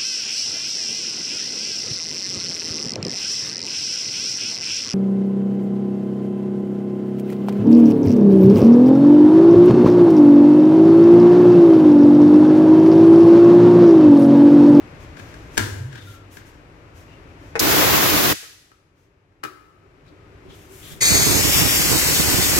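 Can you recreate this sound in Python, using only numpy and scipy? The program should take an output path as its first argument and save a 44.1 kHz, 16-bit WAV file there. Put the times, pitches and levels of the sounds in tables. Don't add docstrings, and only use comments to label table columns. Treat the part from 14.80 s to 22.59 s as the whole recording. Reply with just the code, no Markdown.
import sys
import numpy as np
from scipy import signal
from scipy.fft import rfft, irfft, next_fast_len
from scipy.io import wavfile
from scipy.ndimage import uniform_filter1d, minimum_filter1d, map_coordinates

SR = 44100
rng = np.random.default_rng(int(sys.argv[2]) if len(sys.argv) > 2 else 0)


def transcribe(signal):
    frames = np.atleast_2d(signal).T
    limited = np.clip(frames, -1, 1)
    pcm = np.round(limited * 32767).astype(np.int16)
    wavfile.write(sys.argv[1], SR, pcm)


N = 343539
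TIME = np.arange(N) / SR


def from_db(db):
    return np.exp(np.asarray(db) * (np.log(10) / 20))


def rms_one(x):
    return x / np.sqrt(np.mean(x ** 2) + 1e-20)


def in_time(rows):
    s, *columns = np.transpose(rows)
    return [np.interp(TIME, s, column) for column in columns]


def at_hz(points, hz):
    table_hz, value = np.transpose(points)
    return np.interp(np.log(np.maximum(hz, 1)), np.log(table_hz), value)


def colour(x, spectrum):
    length = x.shape[-1]
    size = next_fast_len(length)
    gain = from_db(at_hz(spectrum, np.fft.rfftfreq(size, 1 / SR)))
    return irfft(rfft(x, size) * gain, size)[..., :length]


def noise(spectrum, alike=0):
    size, alike = next_fast_len(N, real=True), np.clip(alike, 0, 1)
    pairs = rng.standard_normal((3, size // 2 + 1, 2), dtype=np.float32)
    white = pairs.view(np.complex64)[..., 0]
    gain = from_db(at_hz(spectrum, np.fft.rfftfreq(size, 1 / SR)))
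    mixed = np.sqrt(alike) * white[0] + np.sqrt(1 - alike) * white[1:]
    return rms_one(irfft((mixed * gain).astype(np.complex64), size)[:, :N].astype(float))


def drift(rate):
    return np.interp(TIME * rate, np.arange(8000), rng.standard_normal(8000)) * np.sqrt(3 / 2)


def pan(left_db):
    return from_db(np.array([[.5], [-.5]]) * left_db)


def gate(start, end, rise, fall):
    return np.clip((TIME - start) / rise, 0, 1) * np.exp(-np.clip((TIME - end) / fall, 0, 20))


def convolve(x, response):
    return signal.fftconvolve(np.atleast_2d(x), response, axes=-1)[:, :N]


def late(x, ms):
    return map_coordinates(x, [np.arange(N) - ms * SR / 1000], order=3)


def resonance(x, hz, width_hz):
    return rms_one(signal.lfilter(*signal.iirpeak(hz, hz / width_hz, fs=SR), x))


# (frequency [Hz], density [dB per Hz])
RUMBLE_COLOUR = [(15, -38), (25, -10.5), (43, -2.5), (70, -0.5), (102, 2.5), (124, -4.5), (157, -1.5),
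                 (208, -14.5), (299, -3.5), (358, -9), (584, -14), (700, -25), (910, -46), (1540, -120)]
# (frequency [Hz], density [dB per Hz])
RUSH_COLOUR = [(350, -19.5), (600, -1.5), (1300, -3.5), (2500, -7.5), (3300, -16), (6500, -24.5),
               (9400, -32), (13000, -32), (15500, -56.5)]
RUMBLE_DB, RUSH_DB = -41.5, -47.5
HUM_FAR_DB, HUM_NEAR_DB, HUM_REACHED_S = -63.5, -46.5, 6


def workshop():
    hum_db = HUM_FAR_DB + (HUM_NEAR_DB - HUM_FAR_DB) * np.minimum(TIME / HUM_REACHED_S, 1)
    motor = resonance(resonance(rng.standard_normal(N), 387, 45), 387, 45)
    hum = from_db(hum_db) * motor
    rumble = from_db(RUMBLE_DB) * noise(RUMBLE_COLOUR, alike=0.94) * pan(1.8)
    rush = from_db(RUSH_DB) * noise(RUSH_COLOUR, alike=0.16) * pan(5.1)
    left, right = hum + rush
    return rumble + np.array([late(left, 0.37), right])


# (start [s], length [s], level [dB])
PUFFS = [(0.187, 0.051, -55), (0.357, 0.13, -55), (0.522, 0.16, -60), (.7, 0.17, -48), (1.11, 0.12, -52.5),
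         (1.227, 0.12, -48.5), (1.498, 0.072, -44.5), (1.65, 0.047, -51), (2.13, 0.085, -50.5),
         (2.248, 0.11, -69), (2.576, 0.13, -57.5), (4.141, 0.1, -51.5), (5.674, 0.19, -47.5),
         (5.875, 0.26, -39)]
# (frequency [Hz], density [dB per Hz])
PUFF_COLOUR = [(700, -21.5), (1200, -9), (2000, -5.5), (3200, -9), (4300, -14), (6500, -9.5), (9500, -8.5),
               (13300, -8.5), (16000, -18.5)]
PUFF_RISE_SHARE, PUFF_FALL_S = 0.42, 0.054


def puffs():
    level = sum(from_db(db) * gate(s, s + length, PUFF_RISE_SHARE * length, PUFF_FALL_S)
                for s, length, db in PUFFS)
    hiss = noise(PUFF_COLOUR, alike=0.15) * pan(3.0)
    dull = colour(hiss, [(6000, 4.5), (9000, -9.5), (15000, -12.5)])
    bright = np.minimum(level / from_db(-44), 1)
    return level * from_db(1.0 * drift(40)) * (bright * hiss + (1 - bright) * dull)


def struck(blows, modes, spectrum, body_db, crack_db, modes_db, body_t60, crack_t60):
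    t, force = TIME[:SR], np.zeros(N)
    for s, level_db, hz in blows:
        softness = signal.butter(1, min(hz, .45 * SR), fs=SR, output="sos")
        pulse = signal.sosfilt(softness, signal.unit_impulse(256))
        force[round(s * SR):][:len(pulse)] += from_db(level_db) * pulse
    dense = rms_one(colour(rng.standard_normal((2, SR)), spectrum))
    dense *= from_db(body_db - 60 * t / body_t60) + from_db(crack_db - 60 * t / crack_t60)
    clear = sum(from_db(modes_db + db - 60 * t / t60) * np.sin(2 * np.pi * hz * t)
                for hz, db, t60 in modes)
    return convolve(force, dense + clear)


# (time [s], level [dB], contact brightness [Hz])
KNOCKS = [(.369, -25, 2430), (.396, -23.5, 2545), (.541, -28, 5050), (.771, -11, 5010), (.7775, 5, 12500),
          (.792, -0.5, 1790), (.800, -6.5, 5000), (1.128, -20.5, 3500), (1.156, -17, 2500),
          (1.5694, -18, 3960)]
# (frequency [Hz], relative level [dB], t60 [s])
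FRAME_MODES = [(100, -0.5, 0.41), (319, -3, 0.3), (997, -14, 0.4), (1374, -8, 0.25), (1940, -11, 0.15),
               (2810, -28, 0.21)]
# (frequency [Hz], density [dB per Hz])
FRAME_COLOUR = [(30, -39.5), (50, -8), (105, -4.5), (180, -6), (300, -1.5), (650, -15), (1000, -12),
                (1150, -13), (1600, -4), (2400, -15), (6000, -16.5), (16000, -23.5)]


def frame_knocks():
    return struck(KNOCKS + chatter(count=6), FRAME_MODES, FRAME_COLOUR, body_db=-23.0, crack_db=-10.5,
                  modes_db=-29.5, body_t60=0.54, crack_t60=0.028)


# (frequency [Hz], left minus right [dB])
HITS_LEAN = [(100, 1), (450, 1.8), (1400, 6.5), (4500, 4), (12000, 3)]


def lean_left(x):
    return np.array([colour(side, [(hz, share * db) for hz, db in HITS_LEAN])
                     for side, share in zip(x, (.5, -.5))])


# (frequency [Hz], t60 [s])
ROOM_T60 = [(100, 1), (500, 1), (2000, 0.76), (6000, 0.77), (15000, 0.62)]


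def room_response():
    t, centres = TIME[:SR], np.geomspace(60, 16000, 9)
    white, hz = rfft(rng.standard_normal((2, SR))), np.arange(SR // 2 + 1)
    tail = 0
    for f, share in zip(centres, np.eye(len(centres))):
        band = irfft(white * np.interp(hz, centres, share), SR)
        tail = tail + band * from_db(-60 * t / at_hz(ROOM_T60, f))
    return rms_one(tail * np.minimum(t / 0.0072, 1)) / np.sqrt(SR)


# (frequency [Hz], gain [dB])
SPREAD = [(300, -22), (900, -29.5), (1800, -16), (6000, -10.5), (9500, -9.5), (15000, -24.5)]


def room_echoes(hits, hiss):
    sent = from_db(-11.0) * hits + colour(hiss, SPREAD) * pan(1.5)
    return convolve(sent, room_response())


# (middle [s], length [s], frequency [Hz], width [Hz], level [dB])
RUBS = [(0.395, 0.044, 1700, 1300, -46), (0.51, 0.08, 1800, 1300, -52), (1.163, 0.11, 1650, 400, -44.5),
        (1.235, 0.24, 3350, 600, -46), (2.333, 0.092, 2800, 149, -51), (5.29, 0.057, 3960, 700, -52.5),
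        (5.726, 0.067, 3300, 500, -45.5), (6.069, 0.076, 3350, 450, -37.5), (6.134, 0.033, 3450, 400, -38)]
# (middle [s], length [s], frequency [Hz], width [Hz], level [dB])
BUMPS = [(5.323, 0.039, 306.1, 39.4, -42), (5.655, 0.035, 290, 49.2, -40), (5.698, 0.05, 130, 60, -39),
         (6.132, 0.18, 148, 50, -39.5)]


def handling():
    out, t = np.zeros((2, N)), TIME[:SR // 2] - 1 / 4
    grip = from_db(3 * drift(90))
    for s, length, hz, width_hz, level_db in RUBS + BUMPS:
        first = round((s + t[0]) * SR)
        span = slice(first, first + len(t))
        slips = rng.standard_normal((2, len(t))) * grip[span]
        stroke = np.exp(-(2 * t / length) ** 2)
        out[:, span] += from_db(level_db) * stroke * resonance(slips, hz, width_hz)
    return out


# (start [s], length [s], pitch [Hz], level [dB])
PUSHES = [(0.799, 0.038, 100.6, -14.5), (0.866, 0.064, 99, -22.5), (0.957, 0.062, 98.3, -23),
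          (0.993, 0.1, 128.4, -24), (1.13, 0.036, 123, -29.5), (1.216, 0.1, 97, -35)]
SHUDDER_RISE_S, SHUDDER_FALL_S = 0.014, 0.033
SHUDDER_ROUGH_DB, SHUDDER_JITTER = 2.0, .06


def frame_shudder():
    turns = 2 * np.pi * np.cumsum(1 + SHUDDER_JITTER * drift(61.3)) / SR
    shudder = 0
    for s, length, hz, level_db in PUSHES:
        push = from_db(level_db) * gate(s, s + length, SHUDDER_RISE_S, SHUDDER_FALL_S)
        shudder = shudder + push * np.sin(hz * turns)
    return shudder * from_db(SHUDDER_ROUGH_DB * drift(69.8))


CHATTER_FROM_S, CHATTER_S, CHATTER_HZ = .81, .25, 700
CHATTER_DB, CHATTER_FALL_DB_PER_S = -15.5, 42


def chatter(count):
    blows = []
    for t in CHATTER_S * rng.random(count):
        level_db = CHATTER_DB - CHATTER_FALL_DB_PER_S * t + rng.normal(0, 2)
        blows.append((CHATTER_FROM_S + t, level_db, CHATTER_HZ * 2 ** rng.normal(0, .5)))
    return blows


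# (start [s], length [s], start pitch [Hz], end pitch [Hz], level [dB])
SQUEAKS = [(1.14, 0.074, 1400, 1540, -49), (1.163, .13, 3600, 3710, -52), (1.266, 0.049, 1405, 1370, -44.5),
           (1.33, 0.046, 1330, 1375, -48), (1.397, .05, 1370, 1310, -54), (5.387, 0.094, 1272, 1255, -55)]
SQUEAK_WOBBLE, SQUEAK_ROUGH_DB = .008, 2.5


def squeaks():
    out, wobble = 0, 1 + SQUEAK_WOBBLE * drift(90)
    for s, length, from_hz, to_hz, level_db in SQUEAKS:
        hz = np.interp(TIME, [s, s + length], [from_hz, to_hz]) * wobble
        tone = np.sin(2 * np.pi * np.cumsum(hz) / SR)
        out = out + from_db(level_db) * gate(s, s + length, 0.01, .01) * tone
    return out * from_db(SQUEAK_ROUGH_DB * drift(80))


# (time [s], level [dB], contact brightness [Hz])
THUMPS = [(2.7545, 3.5, 2600), (2.7605, -1.5, 7920), (2.7632, 2.5, 450), (2.7745, -0.5, 600),
          (3.629, -6, 4028)]
# (frequency [Hz], relative level [dB], t60 [s])
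PISTON_MODES = [(401, -0.5, 0.15), (460, 2, 0.18), (800, -5, .09), (1280, -8, .05), (2180, -7, .04)]
# (frequency [Hz], density [dB per Hz])
PISTON_COLOUR = [(80, -19), (205, -15), (441, -4), (650, -10.5), (1000, -10.5), (1400, -11), (1900, -5),
                 (2600, -13), (3200, -27), (6000, -23.5), (15000, -36.5)]


def valve_piston():
    return struck(THUMPS, PISTON_MODES, PISTON_COLOUR, body_db=-24.0, crack_db=-24.5,
                  modes_db=-29.0, body_t60=0.11, crack_t60=0.021)


def buffeting(spectrum, lumpy_db, rate):
    lumps = from_db(lumpy_db * np.array([drift(rate), drift(rate)]))
    return rms_one(noise(spectrum) * lumps)


# (frequency [Hz], density [dB per Hz])
SPIT_COLOUR = [(1500, -15.5), (5500, 0.5), (8000, -5.5), (15000, -5)]
# (frequency [Hz], density [dB per Hz])
BLAST_HISS_COLOUR = [(290, -25), (500, -12.5), (800, -2), (1840, -2), (2390, -3.5), (5880, -8.5),
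                     (7500, -11.5), (8800, -14), (9500, -11), (11100, -6.5), (14500, -5), (16000, -8.5)]
# (frequency [Hz], density [dB per Hz])
BLAST_WIND_COLOUR = [(15, -46.5), (25, -22.5), (70, -4), (130, -4), (184, -5), (253, -5.5), (303, 2.5),
                     (436, -5), (700, -9.5), (910, -39.5), (1540, -120)]
# (frequency [Hz], density [dB per Hz])
RASP_COLOUR = [(200, -15.5), (400, 1.5), (1100, 0), (2200, -5), (3500, -13), (7000, -35.5)]
# (time [s], relative level [dB])
BLAST_GUSTS = [(2.8, -9.5), (2.87, -2.5), (2.975, 1), (3.012, 4.5), (3.04, 2.5), (3.15, 1.5), (3.33, -3.5),
               (3.46, -1.5), (3.52, -8)]
BLAST_OPEN_S, BLAST_SHUT_S = 2.7925, 3.526
BLAST_CREST_S, BLAST_SWELL_DB_PER_S, BLAST_SAG_DB_PER_S = 2.92, 31, 3
BLAST_HISS_DB, BLAST_WIND_DB, BLAST_SPIT_DB, BLAST_RASP_DB = 5, -2, 6.5, -3.5


def blast():
    past_crest = TIME - BLAST_CREST_S
    is_open = gate(BLAST_OPEN_S, BLAST_SHUT_S, 0.019, 0.005)
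    flow_db = np.minimum(BLAST_SWELL_DB_PER_S * past_crest, -BLAST_SAG_DB_PER_S * past_crest)
    flow = from_db(flow_db) * is_open
    spit_gate = gate(BLAST_OPEN_S, 2.801, 0.0074, 0.0066)
    spit = from_db(BLAST_SPIT_DB) * spit_gate * noise(SPIT_COLOUR, alike=0.18)
    hiss = from_db(BLAST_HISS_DB + 0.61 * drift(70)) * noise(BLAST_HISS_COLOUR, alike=0.043)
    wind_gate = gate(BLAST_OPEN_S, BLAST_SHUT_S, 0.022, 0.01)
    wind = from_db(BLAST_WIND_DB) * wind_gate * noise(BLAST_WIND_COLOUR) * pan(-2.5)
    rasp_gain = from_db(BLAST_RASP_DB + in_time(BLAST_GUSTS)[0])
    rasp = rasp_gain * buffeting(RASP_COLOUR, lumpy_db=3, rate=110)
    return flow * hiss + spit, wind + is_open * rasp


# (time [s], level [dB], contact brightness [Hz])
CLICKS = [(3.64, -5.5, 2490), (3.917, -10.5, 2530), (4.522, -30.5, 6030), (4.633, -2, 8980),
          (4.6365, 12.5, 14000), (4.650, 12.5, 1300), (5.264, -26.5, 9150)]
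# (frequency [Hz], relative level [dB], t60 [s])
FITTING_MODES = [(109, -19, 0.83), (334, -8.5, 0.13), (1260, -11, 0.2), (1289, -13, 0.25),
                 (1360, -13, 0.21), (1492, -23, 0.27), (1780, -33, .2), (1960, -26, 0.2), (2450, -9, 0.092)]
# (frequency [Hz], density [dB per Hz])
FITTING_COLOUR = [(60, -31), (120, -1), (210, -13), (350, 7), (560, -9), (1050, -8), (1280, 10.5),
                  (1500, 1.5), (1800, -1), (2450, -9), (3500, -9), (8000, -15), (16000, -14.5)]


def pipe_fittings():
    return struck(CLICKS, FITTING_MODES, FITTING_COLOUR, body_db=-25.0, crack_db=-22.0,
                  modes_db=-23.0, body_t60=0.18, crack_t60=0.023)


GLINT_MIN_MS, GLINT_MAX_MS, GLINT_STRETCH, GLINT_DB = 1.0, 4, .1, -11.5
SWAY_MS, SWAYS_PER_S = .018, 5


def glints(x, place, count):
    echoes = 0
    for ms in rng.uniform(GLINT_MIN_MS, GLINT_MAX_MS, count):
        path_ms = ms * (1 + GLINT_STRETCH * place) + SWAY_MS * drift(SWAYS_PER_S)
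        echoes = echoes + late(x, path_ms)
    return x + from_db(GLINT_DB) * echoes


# (time [s], place: 0 in front, 1 aside, 2 at rest)
SWING = [(6.2, 0), (6.38, 0.073), (6.56, 0.38), (6.7, 0.97), (6.92, 1.07), (7.12, 1.904)]
# (frequency [Hz], left [dB], right [dB])
JET_CLOSE = [(500, -24, -37), (1390, -20, -30), (2070, -2.5, -8), (3050, -11, -16), (3950, -5, -9),
             (4600, -3, -7), (5020, -7.5, -8), (5550, -19, -21), (6330, 1, -1.5), (7030, -6, -5.5),
             (7600, -10, -9), (8500, 1, -10), (9640, -25, -23), (10900, -11.5, -14), (12400, -14, -18),
             (15500, -30, -30)]
# (frequency [Hz], left [dB], right [dB])
JET_ASIDE = [(500, -21, -37), (1380, -13.5, -27), (2340, -4.5, -20), (3500, -7, -5), (4200, -15, -15),
             (5360, -2, -3.5), (6350, -14, -15), (7100, -4.5, -12), (8400, -7, -9), (9800, -13.5, -22),
             (11100, -13, -5), (12200, -6.5, -17), (13100, -14, -3), (14400, -18, -21), (15400, -15.5, -8)]
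# (frequency [Hz], left [dB], right [dB])
JET_RESTING = [(500, -14.5, -25.5), (1380, -12.5, -24), (1870, -5, -12), (2600, -9.5, -25.5),
               (3750, -7, -4), (5030, -8.5, -10.5), (6460, -9.5, -11.5), (7460, -6.5, -10), (8500, -4, -8),
               (9800, -17, -16), (11100, -8, -6), (11900, -12, -21), (12800, -21, -7), (14200, -22, -21),
               (15300, -15, -10)]
# (time [s], left port later by [ms])
JET_BEARING = [(6.2, 0.2), (6.45, 0.18), (6.7, 0.15), (6.87, 0.16), (7.15, 0.15), (7.8, 0.15)]


def jet_paths(source):
    place = np.clip(in_time(SWING)[0], 0, 2)
    ports = []
    for port in (1, 2):
        heard = 0
        for k, table in enumerate((JET_CLOSE, JET_ASIDE, JET_RESTING)):
            nearness = np.maximum(1 - abs(place - k), 0)
            heard = heard + nearness * colour(source, np.array(table)[:, [0, port]])
        ports.append(glints(heard, place, count=4))
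    left, right = ports
    return np.array([late(left, in_time(JET_BEARING)[0]), right])


# (time [s], frequency [Hz])
NOTCH = [(6.2, 2950), (6.4, 3060), (6.57, 3430), (6.68, 4080), (6.85, 4260), (7.1, 3550), (7.4, 3530),
         (7.79, 3720)]
NOTCH_WIDTH_HZ, NOTCH_DEPTH = 500, .85
NOTCH_JITTER_HZ, NOTCH_FLICKER, CHANGES_PER_S = 200, .45, 22


def sliding_notch(x, size):
    band, state = np.zeros_like(x), np.zeros((2, 2))
    hz = in_time(NOTCH)[0] + NOTCH_JITTER_HZ * drift(CHANGES_PER_S)
    for i in range(0, N, size):
        b, a = signal.iirpeak(hz[i], hz[i] / NOTCH_WIDTH_HZ, fs=SR)
        band[:, i:i + size], state = signal.lfilter(b, a, x[:, i:i + size], zi=state)
    depth = np.clip(NOTCH_DEPTH + NOTCH_FLICKER * drift(CHANGES_PER_S), 0, 1)
    return x - depth * band


# (frequency [Hz], density [dB per Hz])
SIZZLE_COLOUR = [(400, -3.5), (900, -2.5), (2500, 3), (5000, 0), (9000, 0), (13000, 3), (15500, -1.5),
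                 (16000, -23)]
# (frequency [Hz], density [dB per Hz])
JET_WIND_COLOUR = [(15, -50), (25, -48), (54, -0.5), (98, 1), (162, -0.5), (219, -7.5), (305, -1),
                   (575, -11.5), (1100, -15.5), (1600, -18), (2400, -24), (4000, -120)]
# (time [s], relative level [dB])
JET_FLOW = [(6.21, 0), (6.29, 1.5), (6.32, -1.5), (6.36, 1.5), (6.55, -0.5), (6.68, -0.5), (6.77, 2),
            (6.84, -1), (6.95, 0.4), (7.1, -0.25), (7.79, -0.5)]
# (time [s], relative level [dB])
JET_GUSTS = [(6.21, -41), (6.285, -12), (6.32, -0.5), (6.37, 2.5), (6.52, 2), (6.66, 2.5), (6.735, -6),
             (6.815, 4.5), (6.9, -4.5), (6.98, 1), (7.02, -5.5), (7.13, 2.5), (7.19, -5.5), (7.27, -0.5),
             (7.32, -2), (7.4, -0.5), (7.65, -0.5), (7.77, 2.5)]
JET_OPEN_S, JET_SIZZLE_BUILD_S = 6.205, 0.13
JET_HISS_DB, JET_SIZZLE_DB, JET_WIND_DB = 1.5, -8.5, -20.5
JET_DRAUGHT_DB = -25
TOOT_HZ, TOOT_WIDTH_HZ, TOOT_S, TOOT_DB = 2100, 86, 0.013, -14.5


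def jet():
    age = np.maximum(TIME - JET_OPEN_S, 0)
    is_open = gate(JET_OPEN_S, N / SR, 0.018, .0075)
    rush = from_db(JET_HISS_DB) * jet_paths(rng.standard_normal(N))
    build = 1 - np.exp(-age / JET_SIZZLE_BUILD_S)
    sizzle = from_db(JET_SIZZLE_DB) * build * noise(SIZZLE_COLOUR) * pan(0.98)
    toot_gate = gate(JET_OPEN_S, JET_OPEN_S + TOOT_S, 0.0025, 0.0054)
    toot = from_db(TOOT_DB) * toot_gate * resonance(rng.standard_normal(N), TOOT_HZ, TOOT_WIDTH_HZ)
    flow = from_db(in_time(JET_FLOW)[0] + .5 * drift(50))
    hiss = sliding_notch(rush + sizzle, size=256) * flow + toot
    gusts = from_db(JET_WIND_DB + in_time(JET_GUSTS)[0] + .5 * drift(9.2))
    wind = gusts * buffeting(JET_WIND_COLOUR, lumpy_db=2.5, rate=90) * pan(-23.5)
    draught = from_db(JET_DRAUGHT_DB) * noise(JET_WIND_COLOUR) * pan(9.0)
    return is_open * hiss, is_open * (wind + draught)


def scene():
    blast_hiss, blast_wind = blast()
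    jet_hiss, jet_wind = jet()
    hits = lean_left(frame_knocks() + handling() + squeaks() + valve_piston() + pipe_fittings())
    hiss = blast_hiss + jet_hiss
    direct = hits + frame_shudder() + hiss + blast_wind + jet_wind
    return direct + room_echoes(hits, hiss) + puffs() + workshop()


def gain_control(x, limit_db, hold_s, release_s):
    sensed = signal.sosfilt(signal.butter(2, 600, "high", fs=SR, output="sos"), x)
    power = uniform_filter1d(np.mean(sensed ** 2, axis=0), size=160)
    excess_db = np.maximum(10 * np.log10(np.maximum(power, 1e-12)) - limit_db, 0)
    size = int(hold_s * SR)
    held_db = -minimum_filter1d(-excess_db, size, origin=(size - 1) // 2, mode="constant")
    fade = np.exp(-TIME / release_s)
    cut_db = np.maximum.accumulate(held_db / fade) * fade
    return x * from_db(-uniform_filter1d(cut_db, size=64))


# (frequency [Hz], gain against the left [dB])
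RIGHT_PORT = [(100, 0.5), (1500, -1.5), (2800, -1), (5500, 2), (7400, 2.5), (8600, -5.5), (9450, -20),
              (10400, -7), (12000, -5), (14500, 0)]
CUTOFF_HZ = 15900


def record(dry):
    ports = np.array([dry[0], colour(dry[1], RIGHT_PORT)])
    heard = gain_control(ports, limit_db=-12.5, hold_s=1.353, release_s=0.72)
    return signal.sosfilt(signal.ellip(12, .1, 90, CUTOFF_HZ, fs=SR, output="sos"), heard)


dry = scene()
out = record(dry)
transcribe(out)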